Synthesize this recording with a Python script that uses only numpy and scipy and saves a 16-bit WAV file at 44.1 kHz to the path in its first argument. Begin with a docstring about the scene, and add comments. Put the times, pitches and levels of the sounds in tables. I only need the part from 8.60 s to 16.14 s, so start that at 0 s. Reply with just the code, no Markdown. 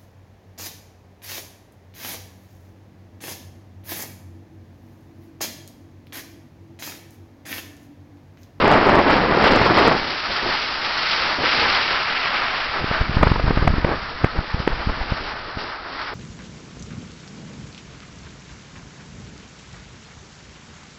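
"""Wind tears across a microphone over the roar and crunch of tyres sliding on ice.
It is a small camera held out of a car window on an ice track at night. The tyres drum on the ice,
crush it and spray grit. The rush of air fades after a second and a half. Later, single swirls of air
(vortices) off the car body thump against the microphone, and the strongest overload it."""
import sys
import numpy as np
from scipy import signal
from scipy.fft import rfft, irfft, next_fast_len
from scipy.io import wavfile
from scipy.ndimage import uniform_filter1d

SR = 44100
rng = np.random.default_rng(int(sys.argv[2]) if len(sys.argv) > 2 else 0)


def unload_audio(sound):
    """Save the sound as a 16-bit wav file, at the path given as the first command line argument."""
    columns = np.transpose(np.atleast_2d(sound))
    # keep every value between -1 and 1, then stretch to whole-number steps
    steps = np.round(np.clip(columns, -1, 1) * 32767)
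    wavfile.write(sys.argv[1], SR, steps.astype(np.int16))


N = 332514
TIME = np.arange(N) / SR

# how rough the air is behind the car body: t/s, level/dB
TURBULENCE = [(0, -56), (3.7, -47), (4.2, -39), (4.65, -26), (5.1, -22.5), (5.4, -36.5), (5.9, -41),
              (6.2, -32.5), (6.8, -40.5), (7.1, -52)]


def undb(db):
    """Turn decibels into a number to multiply by."""
    return 10 ** (np.asarray(db) / 20)


def curve(rows):
    """Join a table's (time, value) points with straight lines, one value per sample."""
    return np.interp(TIME, *np.transpose(rows))


def colour(x, spectrum):
    """Give x the tone of a (f/Hz, level/dB) table; the result has an average (rms) size of 1."""
    hz, db = np.transpose(spectrum)
    size = next_fast_len(N // 2 + 4096) * 2
    f = np.maximum(np.arange(size // 2 + 1) * SR / size, 1)
    gain = undb(np.interp(np.log(f), np.log(hz), db))
    # fold the filter so that it rings only after each click, never before
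    cepstrum = irfft(np.log(gain))
    cepstrum[1:size // 2] *= 2
    cepstrum[size // 2 + 1:] = 0
    y = irfft(rfft(x - x.mean(), size) * np.exp(rfft(cepstrum)))[:N]
    return y / y.std()


def wander(rate):
    """Smooth random motion with about `rate` turns a second and a spread of 1."""
    hold = max(int(SR / rate), 1)
    steps = np.repeat(rng.standard_normal(N)[:N // hold + 1], hold)[:N]
    y = uniform_filter1d(steps, hold)
    return y / y.std()


def clicks(rate, spread_db):
    """Clicks of uneven size at random moments, about `rate` a second."""
    return (rng.random(N) < rate / SR) * undb(spread_db * rng.standard_normal(N))


def cut_bass(x, hz):
    """Gently weaken everything below `hz`."""
    return signal.sosfilt(signal.butter(1, hz, "high", fs=SR, output="sos"), x)


def airflow(rise_s=0.019, fade_s=0.025):
    """Strength of the air on the microphone: a long stream, then gusts that rise, hold and die away."""
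    # air blowing straight onto the microphone: t/s, relative level/dB
    stream = [(0, -23), (.03, -16.5), (.15, -13), (.23, -17.5), (.33, -12), (.39, -13.5), (.43, -20),
              (.49, -13.5), (.66, -18), (.79, -18), (.91, -14), (1.05, -18), (1.26, -15), (1.335, -17.5),
              (1.39, -27), (1.54, -37.5)]
    # short gusts: t/s, length/s, relative level/dB
    gusts = [(1.834, 0.053, -30), (2.79, 0.075, -29), (2.961, .11, -31.5), (5.277, 0.05, -23)]
    fade_after = lambda end: np.exp(-np.maximum(TIME - end, 0) / fade_s)
    strength = undb(curve(stream) - 3) * fade_after(stream[-1][0])
    for start, length, db in gusts:
        rise = np.clip((TIME - start) / rise_s + 1, 0, 1)
        strength += undb(db) * rise * fade_after(start + length)
    return strength


def heaving_air():
    """Rough air behind the car and the air on the microphone make a very deep rumble."""
    # tone of the rumble: f/Hz, level/dB
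    air_tone = [(12, -3), (30, -4), (60, -9), (120, -16.5), (300, -20), (1000, -58)]
    strength = undb(curve(TURBULENCE)) + undb(-15) * airflow()
    return colour(rng.standard_normal(N), air_tone) * strength


def wheel_arch(x):
    """The hollow around the tyre rings at a few pitches."""
    # its ringing pitches: f/Hz, width/Hz, added level/dB
    pitches = [(637, 28, -10.5), (840, 49, -11.5), (1294, 200, -3.5), (1520, 62, -10.5)]
    return x + sum(undb(db) * signal.lfilter(*signal.iirpeak(hz, hz / width, fs=SR), x)
                   for hz, width, db in pitches)


def tyres():
    """Tread blocks drum on the ice and crush its ridges; loose grit sprays against the wheel arch."""
    # how hard the tyres rub over the ice: t/s, level/dB
    rubbing = [(0.0, -36.5), (0.04, -35.5), (0.46, -36), (0.52, -32.5), (0.71, -37), (0.86, -28.5),
               (1.11, -32.5), (1.19, -27.5), (1.43, -32), (1.91, -29), (2.14, -31), (2.52, -26),
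               (2.79, -31), (2.86, -25), (4.22, -37), (5.56, -41), (6.61, -39), (6.97, -44), (6.99, -38.5),
               (7.2, -46.5), (7.41, -38), (7.54, -44.5)]
    # louder scrapes as they bite into rougher ice: t/s, half-length/s, boost/dB
    scrapes = [(2.384, 0.01, 0), (2.715, 0.022, 3.5), (3.142, .025, 2.5), (3.97, 0.043, 4),
               (4.354, 0.028, 3.5), (6.37, .06, 1.5), (6.652, 0.063, 1.5), (7.013, .03, 4.5),
               (7.137, .04, 4.5), (7.48, .025, 5.5)]
    # how far the treble stands out over the body of the sound: t/s, relative level/dB
    treble = [(0, -5.5), (0.6, -3), (1.2, 0.5), (1.5, 2.5), (2.5, 3.5), (3.1, 1.5), (3.8, -2.5),
              (4.5, -2.5), (5.4, -0.5), (6.3, -1.5), (6.9, 1), (7.3, 1)]
    # tones of the four parts of the sound: f/Hz, level/dB
    roar_tone = [(100, -16.5), (300, -13), (500, -9.5), (800, -3.5), (1020, -2.5), (1300, -3.5), (1800, -3),
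                 (2200, -8.5), (3200, -26), (6000, -25)]
    crunch_tone = [(150, -15.5), (500, -16.5), (1000, -6.5), (1600, -4.5), (2050, -0.5), (2800, -2.5),
                   (3600, -9.5), (5500, -17), (7000, -40.5)]
    grit_tone = [(600, -15.5), (2000, -9.5), (3000, -2), (3700, -1.5), (4500, 1), (5100, 1), (6000, -0.5),
                 (7000, -42)]
    rumble_tone = [(30, 0), (90, 0), (160, -6), (250, -1), (400, 1.5), (600, 0), (1200, -9.5), (4000, -50)]
    rub_db = curve(rubbing) + 33  # 0 at the usual amount of rubbing
    scrape_db = sum(db * np.exp(-((TIME - s) / half) ** 2 / 2) for s, half, db in scrapes)
    body_db = rub_db - curve(treble)
    # each part grows at its own rate as the tyres rub harder
    roar_db = -28.5 + 0.68 * body_db + scrape_db
    crunch_db = -29.78 + 1.44 * body_db + 0.51 * scrape_db
    grit_db = -31.03 + 1.026 * rub_db + 0.73 * scrape_db
    rumble_db = -40.5 + 0.098 * (grit_db - grit_db.mean())
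    ruts_db = 0.81 * wander(45) + 0.4 * wander(12)  # uneven ice shakes roar, crunch and grit together
    chatter_db = wander(170)  # the tread grips and slips
    roar = colour(rng.standard_normal(N), roar_tone) * undb(roar_db + ruts_db + 1.7 * wander(25))
    crunch = colour(clicks(rate=4000, spread_db=3), crunch_tone) * undb(crunch_db + ruts_db + chatter_db)
    grit = colour(clicks(rate=9000, spread_db=4), grit_tone) * undb(grit_db + ruts_db + chatter_db)
    rumble = colour(rng.standard_normal(N), rumble_tone) * undb(rumble_db + 4.2 * wander(22))
    return wheel_arch(roar + crunch + grit) + rumble


def slipstream():
    """Air rushing past the car brings flurries of tiny swirls, each briefly sucking at the microphone."""
    # tone of the rushing air: f/Hz, level/dB
    wind_tone = [(20, -10.5), (80, -1), (170, 1.5), (320, 6), (500, 4.5), (850, 3), (1300, -0.5),
                 (2000, -7.5), (3000, -21), (5500, -31)]
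    swirls = -colour(clicks(rate=2200, spread_db=1.5), wind_tone)
    swirls *= undb(0.87 * wander(70) + 1.9 * wander(300))
    # suction grows with the square of the air speed, so strong swirls become sharp downward spikes
    spikes = cut_bass(9 * np.tanh(swirls / 3) ** 2, hz=200)
    return (swirls - undb(-18) * spikes) * airflow() * undb(3)


def stray_vortices(count=200, per_second=11):
    """List weak vortices that leave the car at uneven times, stronger when the air is rougher."""
    gap, size, width = rng.standard_normal((count, 3)).T
    s = np.cumsum(np.exp(0.4 * gap)) / per_second
    suction_db = np.interp(s, *np.transpose(TURBULENCE)) + 7 + 1.5 * size
    core_ms = 1.6 * np.exp(0.29 * width)
    wake_db = suction_db - 16
    rows = np.column_stack([s, suction_db, core_ms, wake_db])
    return list(rows[(s > .1) & (s < TIME[-1])])


def vortex_thumps(wake_lag_ms=1.7):
    """A vortex pushes air ahead of it, sucks hard as its core passes, and trails a churning wake."""
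    # the strongest vortices: t/s, relative suction/dB, half-width of the core/ms, relative wake level/dB
    strong_vortices = [(0.294, -15, 0.46, -8), (1.015, -9, 0.7, -12), (4.244, -11, 0.72, -30),
                       (4.313, -14.5, 1.04, -19), (4.413, -10, 3.4, -21.5), (4.496, -12.5, 1.4, -38),
                       (4.57, -5.5, 1.4, -20), (4.613, -12, 2.3, -22), (4.631, -5, 2.5, -5.5),
                       (4.67, -4.5, 1.7, -12.5), (4.717, -4, 1.4, -17), (4.76, -21, 1, -18),
                       (4.797, -14.5, 1.3, -17), (4.841, -8, 1.9, -39), (4.88, -9.5, 2.5, -24),
                       (4.908, -6, 0.59, -15.5), (4.974, -9, 0.66, -16), (5.025, -7.5, 2, -23),
                       (5.076, -5, 0.78, -6.5), (5.105, -10, 2.1, -31), (5.139, -12.5, 1.8, -23),
                       (5.183, -10.5, 0.75, -27), (5.247, -9, 1.5, -13), (5.644, -4.5, 0.9, -9.5),
                       (5.789, -9.5, 2.5, -25), (5.945, -11, 2, -40), (6.002, -15, 1.5, -32),
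                       (6.076, -6, 0.36, -10.5), (6.127, -13, 7.9, -27), (6.273, -10.5, 1.6, -34),
                       (6.296, -13.5, 5.4, -22.5), (6.413, -18, 3.9, -30), (6.522, -10.5, 1.4, -26),
                       (6.973, -17.5, 1.1, -31)]
    # tones of the wake and of the flutter around a vortex: f/Hz, level/dB
    wake_tone = [(30, 4), (150, 0.5), (400, 3), (900, 2.5), (1500, -4), (2500, -13), (5500, -41.5)]
    flutter_tone = [(25, -7.5), (80, -3), (150, 2), (300, -6.5), (600, -11.5), (1500, -25.5), (5000, -55)]
    pressure, wake_strength = np.zeros(N), np.zeros(N)
    for s, suction_db, core_ms, wake_db in strong_vortices + stray_vortices():
        near = slice(int((s - .1) * SR), int((s + .1) * SR))
        ms = 1000 * (TIME[near] - s)
        position = ms / core_ms  # 0 as the middle of the core passes
        push = 0.15 * np.exp(-(position / 3 + 1.9) ** 2)
        suction = (1 + position ** 2 / 2) ** -1.6
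        behind = position - .8  # just behind the core the air snaps back onto the microphone
        snap = (1 + np.tanh(4 * behind)) / 2 * np.exp(-np.abs(behind) / 1.2)
        pressure[near] += undb(suction_db + 3) * (push - suction + 0.6264 * snap)
        wake_half_ms = 2.28 * core_ms ** 0.42  # wider cores trail longer wakes
        wake_strength[near] += undb(wake_db + 1) * np.exp(-((ms - wake_lag_ms) / wake_half_ms) ** 2 / 2)
    thumps = cut_bass(pressure, hz=17)  # the microphone leaks steady pressure, so each dip swings back
    churn = colour(rng.standard_normal(N), wake_tone)
    churn /= np.sqrt(uniform_filter1d(churn ** 2, size=130))  # evened out, so a wake has no gaps
    # weaker swirls flutter around each vortex
    flutter_strength = undb(-14) * np.sqrt(uniform_filter1d(pressure ** 2, size=2600).clip(0))
    flutter = colour(clicks(rate=500, spread_db=4.5), flutter_tone)
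    return thumps + wake_strength * churn + flutter_strength * flutter


def scene():
    """Tyres and wind meet at one microphone."""
    return (tyres() + slipstream() + vortex_thumps() + heaving_air())[None]


def record(dry, band_hz=5400, ceiling=0.72, top_hz=15800):
    """The camera loses the high treble, rounds off the strongest thumps and trims their highest fizz."""
    treble_cut = signal.firwin(91, band_hz, window=("kaiser", 7), fs=SR)
    dull = signal.fftconvolve(dry, treble_cut[None], "same")
    rounded = dull / (1 + (dull / ceiling) ** 12) ** (1 / 12)
    return signal.sosfilt(signal.ellip(8, .2, 70, top_hz, fs=SR, output="sos"), rounded)


dry = scene()
out = record(dry)
unload_audio(out)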